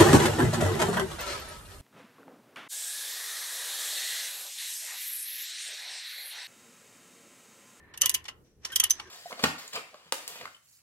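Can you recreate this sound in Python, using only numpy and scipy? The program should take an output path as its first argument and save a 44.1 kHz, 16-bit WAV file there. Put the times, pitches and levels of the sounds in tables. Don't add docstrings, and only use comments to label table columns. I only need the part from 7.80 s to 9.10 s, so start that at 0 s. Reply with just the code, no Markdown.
import sys
import numpy as np
from scipy import signal
from scipy.fft import rfft, irfft, next_fast_len
from scipy.io import wavfile
from scipy.ndimage import uniform_filter1d, minimum_filter1d, map_coordinates

SR = 44100
rng = np.random.default_rng(int(sys.argv[2]) if len(sys.argv) > 2 else 0)


def put_to_file(sound):
    columns = np.atleast_2d(sound).T
    safe = np.clip(columns, -1, 1)
    whole_steps = np.round(safe * 32767)
    wavfile.write(sys.argv[1], SR, whole_steps.astype(np.int16))


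def volts_from_decibels(level):
    exponent = np.asarray(level, float) / 20
    return 10 ** exponent


N = 57330


def unit(x):
    return x / np.sqrt(np.mean(x ** 2) + 1e-20)


def along(points, hz):
    f, value = np.transpose(points)
    return np.interp(np.log(hz + 1), np.log(f + 1), value)


def curve(rows):
    s, value = np.transpose(rows)
    return np.interp(np.arange(N) / SR, s, value)


def wobble(rate):
    knots = rng.standard_normal(int(N * rate / SR) + 4)
    return map_coordinates(knots, [np.arange(N) * rate / SR])


def unsteady(shape, blur_hz):
    return np.sqrt(2 * np.pi * blur_hz / SR) * np.cumsum(rng.standard_normal(shape), axis=-1)


def filtered(x, response):
    m = next_fast_len(x.shape[-1] + 8192)
    spectrum = rfft(x, m) * response(np.fft.rfftfreq(m, 1 / SR))
    return irfft(spectrum, m)[..., :x.shape[-1]]


def peaks(table):
    def gain(f):
        power = sum(volts_from_decibels(2 * db) * (f * width) ** 2 / ((hz * hz - f * f) ** 2 + (f * width) ** 2)
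                    for hz, width, db in table)
        return np.sqrt(power)
    return gain


# pitch in Hz, left-right correlation.
LIKENESS = [(60, 1), (240, 0.7), (950, 1), (3770, -0.25), (15000, -0.084)]


def pair(response):
    def mid_and_side(hz):
        turn = np.arccos(np.clip(along(LIKENESS, hz), -1, 1)) / 2
        return response(hz) * [np.cos(turn), np.sin(turn)]
    mid, side = filtered(rng.standard_normal((2, N)), mid_and_side)
    return unit(np.array([mid + side, mid - side]))


def ports(hz):
    return -1.664 * np.minimum(hz / 2690, 1) * np.array([[-.5], [.5]])


def ring(modes, t, tilt_db=0, blur_hz=30):
    hz, db, t60 = np.transpose(modes)[:, :, None, None]
    per_port = (len(modes), 2, 1)
    level = db + tilt_db * np.log2(hz / 3000) + 1.5 * rng.standard_normal(per_port)
    hz = hz * (1 + .006 * rng.standard_normal(hz.shape))
    phase = 2 * np.pi * rng.random(hz.shape) + ports(hz) + 0.54 * rng.standard_normal(per_port)
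    phase = phase + unsteady((len(modes), 1, len(t)), blur_hz)
    onset = 1 - np.exp(-t * hz)
    return volts_from_decibels(level - 60 * t / t60) * np.sin(2 * np.pi * hz * t + phase) * onset


def energy(x):
    return np.linalg.norm(x, axis=2, keepdims=True)


# pitch in Hz, t60 in seconds.
GARAGE_T60 = [(500, 0.56), (2000, 0.17), (6000, 0.075), (13000, 0.064), (16000, 0.023)]


def reverberation(near):
    size = near.shape[1]
    late_db, late_times = -15, 2.8
    hz, s, z = signal.stft(rng.standard_normal((2, size)), SR, nperseg=256)
    decay_db = -60 * s / along(GARAGE_T60, hz)[:, None]
    decay = volts_from_decibels(decay_db) + volts_from_decibels(late_db + decay_db / late_times)
    tail = signal.istft(z * decay, SR, nperseg=256)[1][:, :size]
    return signal.fftconvolve(near, tail / np.linalg.norm(tail[0]), axes=1)[:, :size]


# pitch in Hz, level in dB per Hz.
CRACK_COLOUR = [(410, -23), (700, -19.5), (3200, -15), (3560, -12), (6120, -12.5), (13200, -14),
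                (16500, -25.5)]
LEAD = 512
RISE_S = .002


def strike(s, db, parts, crack_db, tilt_db, chatter_s, cut_hz, t):
    lead_db, lead_s = -25, 0.033
    snap_db, snap_s = 14, 0.004
    spiky_db, wet_db = 2, -14
    after = np.maximum(t - LEAD / SR, 0)
    blow = volts_from_decibels(-60 * after / chatter_s) + volts_from_decibels(snap_db - 60 * after / snap_s)
    climb = (after == 0) * volts_from_decibels(lead_db - 60 * (LEAD / SR - t) / lead_s)
    fade = np.minimum(after / RISE_S, 1) ** 2 * blow + climb
    spikes = np.repeat(rng.standard_normal(len(t) // 16 + 1), 16)[:len(t)]
    contacts = fade * volts_from_decibels(spiky_db * spikes)

    modes = np.concatenate(parts)
    force = contacts ** 3 * rng.standard_normal(len(t))
    rung = signal.fftconvolve(modes, force[None, None], axes=2)[..., :len(t)]
    rung = (rung * energy(modes) / energy(rung)).sum(axis=0)

    def colour(hz):
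        return volts_from_decibels(along(CRACK_COLOUR, hz) + tilt_db * np.log2((hz + 300) / 3000))
    crack = filtered(rng.standard_normal((2, len(t))) * contacts, colour)
    crack *= volts_from_decibels(crack_db) * np.linalg.norm(fade) / fade.max() / np.linalg.norm(crack[0])

    near = volts_from_decibels(db) * filtered(rung + crack, lambda hz: hz ** 2 / (hz ** 2 + cut_hz ** 2))
    out = np.zeros((2, N + SR))
    k = round((s - RISE_S / 2) * SR) - LEAD
    out[:, k:k + len(t)] = near
    out[:, k + 200:k + 200 + len(t)] += volts_from_decibels(wet_db) * reverberation(near)
    return out[:, :N]


# pitch in Hz, level in dB, t60 in seconds.
GEAR_MODES = [(4900, -6, .015), (7900, -4, .012), (8800, -4, .012), (9800, -3, .012), (10700, 0, .015),
              (11100, 2, .014), (11900, -3, .012), (12800, -2, .012), (13400, 0, .016), (14300, -2, .012),
              (15100, -3, .008)]
SOCKET_MODES = [(1990, -12.5, 0.058), (2740, -12, 0.07), (2921, -1, 0.043), (3045, -4.5, .025),
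                (3260, -9.5, 0.011), (3790, -14, 0.016)]
SEATED_MODES = [(1954, -18, 0.055), (2972, -3, 0.04), (3194, -0.5, 0.0225), (3197, -1, 0.023),
                (3894, -13.5, 0.011)]
PAWL_MODES = [(5600, -9, .018), (6090, -4, .022), (6170, 0, .027), (6180, -23, .13), (6280, -6, .02)]
BAR_MODES = [(1030, -19, .35), (1075, -21, .35)]
# start in seconds, peak level in dB,
# socket level in dB, pawl level in dB, chatter t60 in seconds.
TOOTH_HITS = [(0.175, -25.5, -2.5, -8, 0.033), (0.212, -16, -5, -6.5, 0.033), (0.2170, -5, -7.5, 4, 0.025),
              (0.2204, -15.5, 5.5, -3, 0.025), (0.2584, -6, -5, -5, 0.02), (0.2658, -21.5, 7, -7.5, 0.02),
              (0.2945, -22.5, -11, -8, 0.01), (0.2946, -7.5, -7.5, -3, 0.022), (0.3, -15, -4.5, -2.5, 0.03),
              (0.3139, -28, -1.5, -9, 0.017), (0.341, -15, -12.5, -3.5, 0.026),
              (0.3448, -10.5, -8.5, -5, 0.034), (0.348, -12, 0, -8, 0.035), (0.4848, -41, 22, 6, 0.0083),
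              (0.9194, -31, 7.5, -4, 0.2), (0.9584, -6, -3.5, -7, 0.037), (0.963, -14, 0.5, -4, 0.037),
              (0.9988, -9.5, 1.5, -4.5, 0.016), (1.001, -8, 3, 3, 0.017), (1.0375, -9, -1.5, -10, 0.037),
              (1.0398, -7.5, -3.5, -8.5, 0.0266), (1.098, -18.5, -9, 3.5, 0.035),
              (1.1057, -9.5, -9, 7.5, 0.038), (1.1126, -18, -2, 6, 0.018)]


def ratchet():
    t = np.arange(SR // 7) / SR
    tooth_db, gear_db, bar_db, crack_db = -8, -4, -13, -3
    out = np.zeros((2, N))
    for s, db, socket_db, pawl_db, chatter_s in TOOTH_HITS:
        socket = SOCKET_MODES if s < .6 else SEATED_MODES
        parts = [volts_from_decibels(gear_db) * ring(GEAR_MODES, t),
                 volts_from_decibels(socket_db) * ring(socket, t),
                 volts_from_decibels(pawl_db) * ring(PAWL_MODES, t),
                 volts_from_decibels(bar_db) * ring(BAR_MODES, t, 0, 0)]
        out += strike(s, db + tooth_db, parts, crack_db, 0, chatter_s, 1540, t)
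    return out


# pitch in Hz, level in dB, t60 in seconds.
BLOCK_MODES = [(830, -6, .03), (1250, -4, .03), (1550, -6, .03), (1880, -4, .035), (2250, -6, .03),
               (2780, -1, .03), (3050, 0, .035), (3440, -2, .025), (4430, -4, .025), (5000, -5, .025),
               (5600, -3, .025), (6800, -8, .02), (9200, -10, .02)]
# start in seconds, peak level in dB,
# brightness in dB per octave, pawl level in dB, chatter t60 in seconds.
KNOCK_HITS = [(0.138, -31.5, -3, -33, 0.11), (0.234, -24, 1, -9.5, 0.11), (0.442, -41.5, 5, -14, 0.02),
              (0.453, -28, -1.5, -12, 0.078), (0.482, -25, -2, -15.5, 0.075), (0.849, -23, 1, 0, 0.085),
              (0.901, -34.5, -4, -24, 0.072), (1.03, -31.5, -11.5, -35, 0.077),
              (1.047, -30, 0.5, -18, 0.074), (1.197, -23.5, -2.5, -22.5, 0.065), (1.27, -44, -2, -17, 0.12)]


def knocks():
    t = np.arange(SR // 6) / SR
    knock_db, crack_db = -5.5, -1
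    out = np.zeros((2, N))
    for s, db, tilt_db, pawl_db, chatter_s in KNOCK_HITS:
        parts = [ring(BLOCK_MODES, t, tilt_db) / 2,
                 volts_from_decibels(pawl_db) * ring(PAWL_MODES, t),
                 ring(BAR_MODES, t, 0, 0)]
        out += strike(s, db + knock_db, parts, crack_db, tilt_db - 6.5, chatter_s, 1100, t)
    return out


# centre in seconds, pitch in Hz, length in seconds.
GRIP_SQUEAKS = [(.24, 570, .035), (.24, 1250, .03), (.24, 1800, .04), (.24, 3000, .04), (.262, 1020, .02),
                (.853, 5600, .004), (.86, 3000, .025), (.91, 1850, .025), (.93, 1550, .024),
                (.936, 3150, .018), (1.04, 1280, .025), (1.045, 1880, .025), (1.055, 2950, .03),
                (1.2, 830, .02), (1.2, 1230, .025), (1.275, 355, .04), (1.275, 1600, .04)]
GRIP_SQUEAK_DB = [-51, -42, -43, -33.5, -44.5, -29, -45.5, -46.5, -43, -38.5, -47, -42, -34, -53, -52, -56,
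                  -57.5]


def squeaks():
    t = np.arange(N) / SR
    out = np.zeros((2, N))
    for (s, hz, length), db in zip(GRIP_SQUEAKS, GRIP_SQUEAK_DB):
        swell = np.exp(-(2 * (t - s) / length) ** 2)
        tone = np.sin(2 * np.pi * hz * t + unsteady(N, 35) + ports(hz))
        out += np.sqrt(2) * volts_from_decibels(db) * swell * tone
    return out


# time in seconds, level in dB.
DRAG_DB = [(0, -61.5), (.13, -59), (.35, -52), (.5, -75.5), (.6, -92), (.8, -89), (.86, -59.5), (1.15, -60),
           (1.3, -60)]
# pitch in Hz, width in Hz, level in dB.
THREAD_PEAKS = [(373, 130, -4.5), (990, 350, -9.5), (1791, 97, 3.5), (2210, 470, -12), (2860, 130, -29),
                (4000, 95, -12)]
# time in seconds, level in dB.
SLIDE_DB = [(.62, -100), (.65, -69.5), (.74, -77), (.8, -84.5), (.84, -57), (.9, -54.5), (1.2, -52.5),
            (1.3, -64.5)]
# pitch in Hz, width in Hz, level in dB.
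SLIDE_PEAKS = [(1820, 2800, 1), (5770, 350, 8.5), (6000, 400, -4), (8910, 210, -15)]


def friction():
    thread = pair(lambda hz: peaks(THREAD_PEAKS)(hz) / (1 + (hz / 3840) ** 4))
    drag = volts_from_decibels(curve(DRAG_DB) + 1.8 * wobble(54)) * thread
    hiss = pair(lambda hz: peaks(SLIDE_PEAKS)(hz) / (1 + (hz / 11000) ** 6))
    return drag + volts_from_decibels(curve(SLIDE_DB) + 0.96 * wobble(91)) * hiss


# pitch in Hz, level in dB per Hz.
RUMBLE_COLOUR = [(15, -42.5), (25, -11.5), (87, -13.5), (463, -16.5), (641, -28), (754, -34), (1700, -45.5),
                 (2350, -45.5), (16000, -41)]
# pitch in Hz, width in Hz, level in dB.
HUM_TONES = [(75.3, 11, 5.5), (119.4, 16, 0)]
# time in seconds, level in dB.
HUM_STRENGTH = [(0.0, -72), (0.036, -64.5), (0.114, -74), (0.266, -59.5), (0.296, -67.5), (0.44, -62),
                (0.484, -89.5), (0.52, -65.5), (0.63, -67), (0.654, -76.5), (0.73, -85.5), (0.774, -63.5),
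                (0.894, -72), (1.068, -62.5), (1.088, -71.5), (1.3, -67.5)]


def garage():
    rumble = volts_from_decibels(-65 + 1.1 * wobble(8.3)) * pair(lambda hz: volts_from_decibels(along(RUMBLE_COLOUR, hz)))
    t = np.arange(N) / SR
    hum = np.zeros((2, N))
    for hz, width, db in HUM_TONES:
        phase = unsteady(N, width) + [[-.2], [.2]]
        hum += volts_from_decibels(curve(HUM_STRENGTH) + db) * np.sin(2 * np.pi * hz * t + phase)
    return rumble + hum


# pitch in Hz, left-right difference in dB.
SIDE_DB = [(700, 1), (1300, -4), (3000, 3), (5000, -4), (15000, -1)]


def scene():
    tool = ratchet() + knocks() + squeaks()
    tool = filtered(tool, lambda hz: volts_from_decibels(along(SIDE_DB, hz) * np.array([[.5], [-.5]])))
    return tool + friction() + garage()


def gated(x):
    treble_hz, treble_db, air_hz, air_db = 3700, -24, 14900, -21
    hz, _, z = signal.stft(x, SR, nperseg=256)
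    power = np.mean(np.abs(z) ** 2, axis=0)
    band = np.repeat(power[:-1].reshape(32, 4, -1).mean(axis=1), 4, axis=0)
    band = uniform_filter1d(band, size=2, axis=1)
    treble = power[hz > treble_hz].mean(axis=0)
    ahead = -minimum_filter1d(-treble, size=9, origin=-4)
    around = -minimum_filter1d(-treble, size=31)
    draws = np.kron(rng.random((32, len(treble) // 2 + 1)), np.ones((4, 2)))[:, :len(treble)]
    pitch = hz[:-1, None]
    faint_treble = (draws < .5) & (band < ahead * volts_from_decibels(2 * treble_db)) & (pitch > treble_hz)
    faint_air = (band < around * volts_from_decibels(2 * air_db)) & (pitch > air_hz)
    faint = faint_treble | faint_air
    return signal.istft(z * np.vstack([~faint, faint[:1]]), SR, nperseg=256)[1][:, :N]


def low_pass(x):
    return signal.sosfilt(signal.butter(12, 16800, fs=SR, output="sos"), x)


def record(dry):
    def microphone(hz):
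        return (hz < 16700) * (hz > 24) / (1 + (hz / 15600) ** 12)
    mix = filtered(gated(dry), microphone)
    return low_pass(mix)


dry = scene()
out = record(dry)
put_to_file(out)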